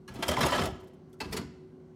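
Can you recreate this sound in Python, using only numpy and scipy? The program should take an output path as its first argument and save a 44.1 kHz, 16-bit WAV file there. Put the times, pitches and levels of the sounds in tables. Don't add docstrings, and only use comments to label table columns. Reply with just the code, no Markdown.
import sys
import numpy as np
from scipy import signal
from scipy.fft import rfft, irfft
from scipy.io import wavfile
from scipy.ndimage import uniform_filter1d

SR = 44100
rng = np.random.default_rng(int(sys.argv[2]) if len(sys.argv) > 2 else 0)


def linear_from_db(decibels):
    return 10 ** (np.asarray(decibels, float) / 20)


def store_wav(level_fs):
    pcm = np.round(np.clip(np.atleast_2d(level_fs), -1, 1) * 32767)
    wavfile.write(sys.argv[1], SR, pcm.T.astype(np.int16))


N = 85995

# pitch_hz, level_db
COMPRESSOR_TONES = [(156.1, -57.5), (242.2, -62), (371.4, -55), (866.7, -83.5)]
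# pitch_hz, level_db
FAN_COLOUR = [(30, -16.5), (70, -6.5), (150, -1.5), (250, 0.5), (380, -3.5), (500, -12), (1500, -25.5),
              (2500, -36), (5000, -39.5), (16000, -61.5)]
# start_s, level_db, body_db, treble_db, chatter_s
BOTTLE_BLOWS = [(0.0792, -41.5, -12, -10.5, 0.014), (0.145, -58, -27, -13.5, 0.0051),
                (0.157, -40.5, -13.5, -12, 0.0063), (0.2258, -22, -22.5, -14, 0.011),
                (0.282, -25.5, -15.5, -3.5, 0.012), (0.2902, -24, 1.5, -18, 0.0042),
                (0.312, -24, 0, -9, 0.008), (0.331, -25.5, -14.5, -22, 0.0072),
                (0.3685, -24.5, -4.5, -31.5, 0.0025), (0.3824, -30.5, 3, -14, 0.016),
                (0.4075, -21.5, -15, -11, 0.013), (0.4192, -33.5, 7, -10.5, 0.012),
                (0.4292, -19, -10, -23, 0.01), (0.4506, -26, 1, -11, 0.019),
                (0.461, -25.5, -11, -9.5, 0.0083), (0.4844, -25.5, -4.5, -16.5, 0.0047),
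                (0.508, -36, -18.5, -1.5, 0.0044), (0.5202, -23, -2.5, -34, 0.016),
                (0.5412, -26, 1.5, -22, 0.013), (0.5603, -22.5, -9, -18, 0.005),
                (0.582, -25.5, -14, -40, 0.016), (0.6134, -28.5, 1, -14, 0.012),
                (0.6358, -32, -2, -8.5, 0.0086), (0.6564, -30, -7, -5.5, 0.0036)]
# start_s, level_db, body_db, treble_db, chatter_s
LATCH_CLUNKS = [
    (1.2041, -27, -18, -15.5, 0.0058),
    (1.245, -41, -18, -29.5, 0.0075),
    (1.323, -33.5, -6.5, -9, 0.01),
    (1.3283, -34.5, -8, -3.5, 0.011),
    (1.3674, -29, -40, -6.5, 0.0093),
    (1.3894, -43.5, -10, -15.5, 0.0053),
]
# start_s, peak_db, pitch_hz, t60_s (time to fall 60 dB)
METAL_PINGS = [(.082, -46, 1671, 0.14), (.229, -39, 2010, 0.18), (.229, -38, 1184, 0.043),
               (.288, -27, 588, 0.13), (.29, -28, 3180, 0.055), (.312, -33, 3230, 0.046),
               (.313, -26, 544, 0.051), (.369, -23.5, 2060, 0.017), (.374, -16.5, 938, 0.023),
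               (.38, -23.5, 1020, 0.092), (.408, -23, 1320, 0.034), (.41, -23.5, 1009, .06),
               (.445, -21, 1022, 0.055), (.464, -24, 570, 0.076), (.465, -32, 6500, 0.035),
               (.465, -33.5, 10000, 0.051), (.523, -25, 997, 0.092), (.556, -27, 596, 0.065),
               (.586, -24.5, 1007, 0.056), (.664, -25.5, 646, 0.059), (.69, -34.5, 790, 0.055),
               (1.132, -60, 3410, 0.021), (1.14, -64, 1350, 0.16), (1.206, -35, 877, 0.13),
               (1.206, -38, 2622, 0.15), (1.206, -45, 1660, 0.044), (1.206, -41.5, 4374, 0.11),
               (1.206, -48, 5250, 0.11), (1.328, -39.5, 5200, 0.051), (1.37, -59, 5080, 0.36),
               (1.37, -52, 1484, 0.37), (1.37, -52, 2040, 0.32), (.508, -35, 5140, 0.022),
               (.617, -33, 2480, 0.029)]
# start_s, peak_db, pitch_hz, t60_s
PANEL_THUMPS = [(.283, -23, 82, 0.11), (.402, -32, 86, .1), (.432, -16.5, 150, 0.066),
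                (.442, -19.5, 74.6, 0.091), (.452, -23.5, 359, .07), (.606, -20, 170, 0.061),
                (.61, -24, 88.5, 0.13), (.632, -25.5, 162, .09), (.59, -28, 357, 0.075),
                (.645, -32, 425, 0.085), (.3, -31.5, 257, 0.11), (.68, -44, 111, 0.059),
                (.72, -34, 79, 0.1), (1.215, -42, 80, 0.18), (1.262, -40, 65, 0.14),
                (1.288, -42, 83.5, 0.16), (1.325, -37, 446, 0.066), (1.343, -31.5, 430, 0.14),
                (1.343, -34, 202, 0.047), (1.368, -30, 277, 0.06), (.408, -25, 230.5, 0.14),
                (1.385, -34.5, 60, 0.13), (1.394, -31, 233, 0.053), (1.413, -35, 283, 0.15),
                (1.432, -40, 131.6, 0.17), (1.388, -34, 171, .08), (1.41, -34, 185, 0.12)]
# time_s, level_db
RATTLE_CURVES = [
    [(.085, -56.5), (.14, -52.5), (.22, -46.5), (.27, -41), (.355, -38.5), (.45, -36.5), (.6, -34.5),
     (.68, -40.5), (.76, -80)],
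    [(1.21, -42), (1.27, -52), (1.31, -55), (1.35, -40.5), (1.42, -48.5), (1.5, -74.5)],
]
# start_s, level_db, contact_s
CABINET_THUDS = [(0.1, -34.5, 0.0046), (0.149, -35.5, 0.004), (0.19, -34.5, 0.0026), (0.287, -28.5, 0.0039),
                 (0.321, -38, 0.0031), (.38, -29.5, 0.0021), (0.411, -29.5, 0.0036), (.437, -36, 0.0034),
                 (0.454, -33.5, 0.0032), (0.534, -45, 0.0094), (0.556, -30, 0.004), (.612, -34.5, 0.0017),
                 (0.659, -29.5, 0.0046), (0.722, -36, 0.0045), (1.217, -45, 0.0045), (1.255, -36.5, 0.0034),
                 (1.299, -28, 0.0066), (1.334, -37, 0.0048), (1.371, -38.5, 0.002), (1.393, -33, 0.0047),
                 (1.442, -40, 0.0029)]
# start_s, level_db
LOOSE_TICKS = [(.138, -48.5), (.187, -55), (0.263, -43), (0.702, -57), (0.75, -64), (0.8, -58.5),
               (.833, -62), (0.872, -59.5), (0.933, -65), (1.094, -73), (1.128, -57.5), (1.189, -66),
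               (1.312, -50.5)]
# pitch_hz, level_db
CHUTE_LOW = [(517, -1), (586, -1), (683, 1), (716, -5), (830, -3.5), (921, -1.5), (964, -5.5), (1023, -2.5),
             (1081, -8), (1190, -3.5), (1257, -22.5), (1311, 2.5)]
CHUTE_BRIGHT = [(1556, -7), (1706, 4.5), (1884, -2.5), (2005, 2.5), (2190, -21), (2595, -4.5), (2750, -5),
                (3150, 4.5), (3430, 3.5), (4050, -0.5), (4600, -3), (5200, 1), (5650, -17)]
LATCH_LOW = [(430, -4.5), (475, -4.5), (578, -11), (668, -5), (775, -5), (891, -4.5), (983, -2), (1204, -4)]
LATCH_BRIGHT = [(1405, -3), (1640, -1), (1971, -3), (2351, -16.5), (2592, -23.5), (2700, -15.5), (3350, -7),
                (4253, -1), (4390, -2.5), (4823, 1), (5243, -8), (6000, -26.5), (6428, -21)]
# pitch_hz, level_db
CABINET_PANELS = [(57, -10), (68, -12), (78, -8), (95, -10), (112, -10.5), (141, -6), (158, -4), (197, 0.5),
                  (233, 0), (281, -1), (308, 1.5), (374, 7), (430, 1), (500, -10.5)]
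# pitch_hz, level_db
CRACK_COLOUR = [(300, 7), (1000, -1.5), (1600, -6), (3200, -9.5), (6000, -17), (10000, -21.5),
                (16000, -24.5)]
# pitch_hz, t60_s
ROOM_ECHO = [(60, 0.46), (250, 1), (1000, 0.58), (4000, 0.7), (12000, 0.2)]

FAN_DB, FAN_FLICKER_DB, HUM_DB, HUM_WOBBLE_DB, HUM_DRIFT = -55, 1, 1.5, 1.2, .003
BODY_DB, SHEET_DB, CRACK_DB, TREBLE_DB = -8, -11, -8.5, -5.5
BODY_T60_S, CRACK_T60_S, TREBLE_T60_S, CABINET_T60_S = 0.062, 0.046, 0.0089, 0.22
MODE_SPREAD_DB, DETUNE, BASS_SUSTAIN = 2, .015, .5
CHATTER_PER_S, CHATTER_FADE_S, GRAIN_SPREAD_DB = 3500, 0.007, 2.4
RATTLE_PER_S, RATTLE_DB, RUMBLE_DB = 6000, -3.5, -1
THUD_DB, TICK_DB, TICK_S = 30, -9.5, 0.011
RISE_CYCLES = 0.93
ROOM_DB = -17.5

# low body, bright sheet, sheet t60_s, sheet_db, lowest crack_hz
CHUTE = (CHUTE_LOW, CHUTE_BRIGHT, .045, -3, 620)
LATCH = (LATCH_LOW, LATCH_BRIGHT, .05, -3, 828)


def unit(x):
    return x / np.sqrt(np.mean(x ** 2))


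def colour(x, table):
    hz = np.fft.rfftfreq(len(x), 1 / SR)
    f, db = np.array(table).T
    gain = linear_from_db(np.interp(np.log(hz + 1), np.log(f), db))
    return irfft(rfft(x) * gain, len(x))


def band(x, lo_hz, hi_hz):
    sos = signal.butter(2, [lo_hz, min(hi_hz, SR / 2.2)], "band", fs=SR, output="sos")
    return signal.sosfilt(sos, x)


def walk(rate):
    k = int(SR / rate)
    stairs = np.repeat(rng.standard_normal(size=100), k)
    return 0.76 * uniform_filter1d(uniform_filter1d(stairs, k), k)[:N]


def decay(t60, size):
    return np.exp(-np.log(1000) * np.arange(size) / SR / np.abs(t60))


def add(out, at_s, x):
    i = int(at_s * SR)
    out[i:i + len(x)] += x[:N - i]


def cooler():
    t = np.arange(N) / SR
    tones = np.zeros(N)
    for hz, db in COMPRESSOR_TONES:
        level = linear_from_db(db + HUM_DB + HUM_WOBBLE_DB * walk(13.5))
        drift = np.cumsum(HUM_DRIFT * walk(16)) / SR
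        tones += level * np.sin(2 * np.pi * hz * (t + drift))
    noise = colour(rng.standard_normal(N), FAN_COLOUR)
    air = np.zeros(N)
    for hz in 28 * np.sqrt(2) ** np.arange(19):
        air += band(noise, hz, 2 * hz) * linear_from_db(FAN_FLICKER_DB * walk(12.16))
    return tones + linear_from_db(FAN_DB) * unit(air)


def grains(per_s, size):
    u = rng.random((3, size))
    hits = u[0] < per_s / SR
    force = linear_from_db(-GRAIN_SPREAD_DB * np.log(u[2] + 0.00074))
    return unit(hits * np.sign(u[1] - .5) * force)


def chatter(length, size=3000):
    force = grains(CHATTER_PER_S, size)
    force[0] = 5
    shape = np.exp(-np.maximum(np.arange(size) / SR - length, 0) / CHATTER_FADE_S)
    return unit(force * shape) * np.sqrt(np.mean(shape ** 2))


def ring(modes, t60, size=6144):
    f, db = np.array(modes).T[:, :, None]
    chance = rng.standard_normal((3, len(modes), 1))
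    turning = 2j * np.pi * f * (1 + DETUNE * chance[1])
    fading = np.log(1000) / t60 * (f / f.mean()) ** BASS_SUSTAIN
    strength = linear_from_db(db + MODE_SPREAD_DB * chance[0]) * np.sign(chance[2])
    y = strength * np.exp((turning - fading) * np.arange(size) / SR).imag
    return unit(y.sum(axis=0)) / np.sqrt(size)


def burst(t60, shape, size=2048):
    z = rfft(rng.standard_normal(size) * decay(t60, size))
    even = irfft(z / np.abs(z), size)
    return unit(shape(even) * decay(2 * t60, size)) / np.sqrt(size)


def strike(metal, body_db, treble_db):
    body, sheet, sheet_t60, sheet_db, crack_hz = metal
    y = linear_from_db(BODY_DB + body_db) * ring(body, BODY_T60_S)
    y += linear_from_db(SHEET_DB + sheet_db) * ring(sheet, sheet_t60)
    crack = burst(CRACK_T60_S, lambda v: band(colour(v, CRACK_COLOUR), crack_hz, 8740))
    treble = burst(TREBLE_T60_S, lambda v: band(colour(v, CRACK_COLOUR), 5300, 14000))
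    y[:len(crack)] += linear_from_db(CRACK_DB) * crack + linear_from_db(TREBLE_DB + treble_db) * treble
    return y


def blows(table, metal):
    out = np.zeros(N)
    for s, db, body_db, treble_db, length in table:
        hit = signal.fftconvolve(chatter(length), strike(metal, body_db, treble_db))
        add(out, s - .001, linear_from_db(db) * hit)
    return out


def rings(table):
    out, t = np.zeros(N), np.arange(8192) / SR
    for s, db, hz, t60 in table:
        rise = 1 - np.exp(-t * hz / RISE_CYCLES * 2)
        add(out, s - .001, linear_from_db(db) * rise * decay(t60, size=8192) * np.sin(2 * np.pi * hz * t))
    return out


def rattle(metals, count=4):
    out, t = np.zeros(N), np.arange(N) / SR
    for curve, metal in zip(RATTLE_CURVES, metals):
        s, db = np.array(curve).T
        for _ in range(count):
            level_db = RATTLE_DB + np.interp(t, s, db, -120, -120) + 2.77 * walk(29.7)
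            force = grains(RATTLE_PER_S / count, N) * linear_from_db(level_db)
            out += signal.fftconvolve(force, strike(metal, 3.25, -15.5))[:N]
    return out


def rumble():
    t, shake = np.arange(N) / SR, np.zeros(N)
    for curve in RATTLE_CURVES:
        s, db = np.array(curve).T
        shake += linear_from_db(RUMBLE_DB + np.interp(t, s, db, -120, -120))
    return signal.fftconvolve(shake * rng.standard_normal(N), ring(CABINET_PANELS, CABINET_T60_S))[:N]


def thuds():
    out, t = np.zeros(N), np.arange(800) / SR
    for s, db, contact in CABINET_THUDS:
        push = np.sin(np.pi * np.clip(t / contact, 0, 1)) ** 2
        boom = signal.fftconvolve(push / push.sum(), ring(CABINET_PANELS, CABINET_T60_S))
        add(out, s, linear_from_db(db + THUD_DB) * boom)
    return out


def ticks():
    out = np.zeros(N)
    for s, db in LOOSE_TICKS:
        flutter = signal.fftconvolve(chatter(TICK_S), burst(.025, lambda v: band(v, 700, 13000)))
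        add(out, s, linear_from_db(db + TICK_DB) * flutter)
    return out


def room(x):
    size = SR
    f, t60 = np.array(ROOM_ECHO).T
    tail = np.zeros(size)
    for hz in 44 * 2. ** np.arange(9):
        octave = unit(band(rng.standard_normal(size), hz / 1.48, hz * 1.346))
        octave_t60 = np.interp(np.log(hz), np.log(f), t60)
        tail += octave * np.sqrt(hz) * decay(octave_t60, size)
    tail *= np.minimum(np.arange(size) / SR / 0.02, 1)
    return linear_from_db(ROOM_DB) * signal.fftconvolve(x, unit(tail) / np.sqrt(size))[:N]


def scene():
    hum = cooler()
    machine = blows(BOTTLE_BLOWS, CHUTE) + blows(LATCH_CLUNKS, LATCH)
    machine += rings(METAL_PINGS) + rings(PANEL_THUMPS)
    machine += rattle((CHUTE, LATCH)) + rumble() + thuds() + ticks()
    return (machine + room(machine) + hum)[None]


def band_limit(x):
    return signal.sosfilt(signal.butter(12, 16250, fs=SR, output="sos"), x)


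def record(dry):
    x = np.tanh(2.585 * dry) / 2.476
    x = signal.sosfilt(signal.butter(5, 50, "high", fs=SR, output="sos"), x)
    x = signal.sosfilt(signal.ellip(10, .2, 70, 16300, fs=SR, output="sos"), x)
    return band_limit(x)


dry = scene()
out = record(dry)
store_wav(out)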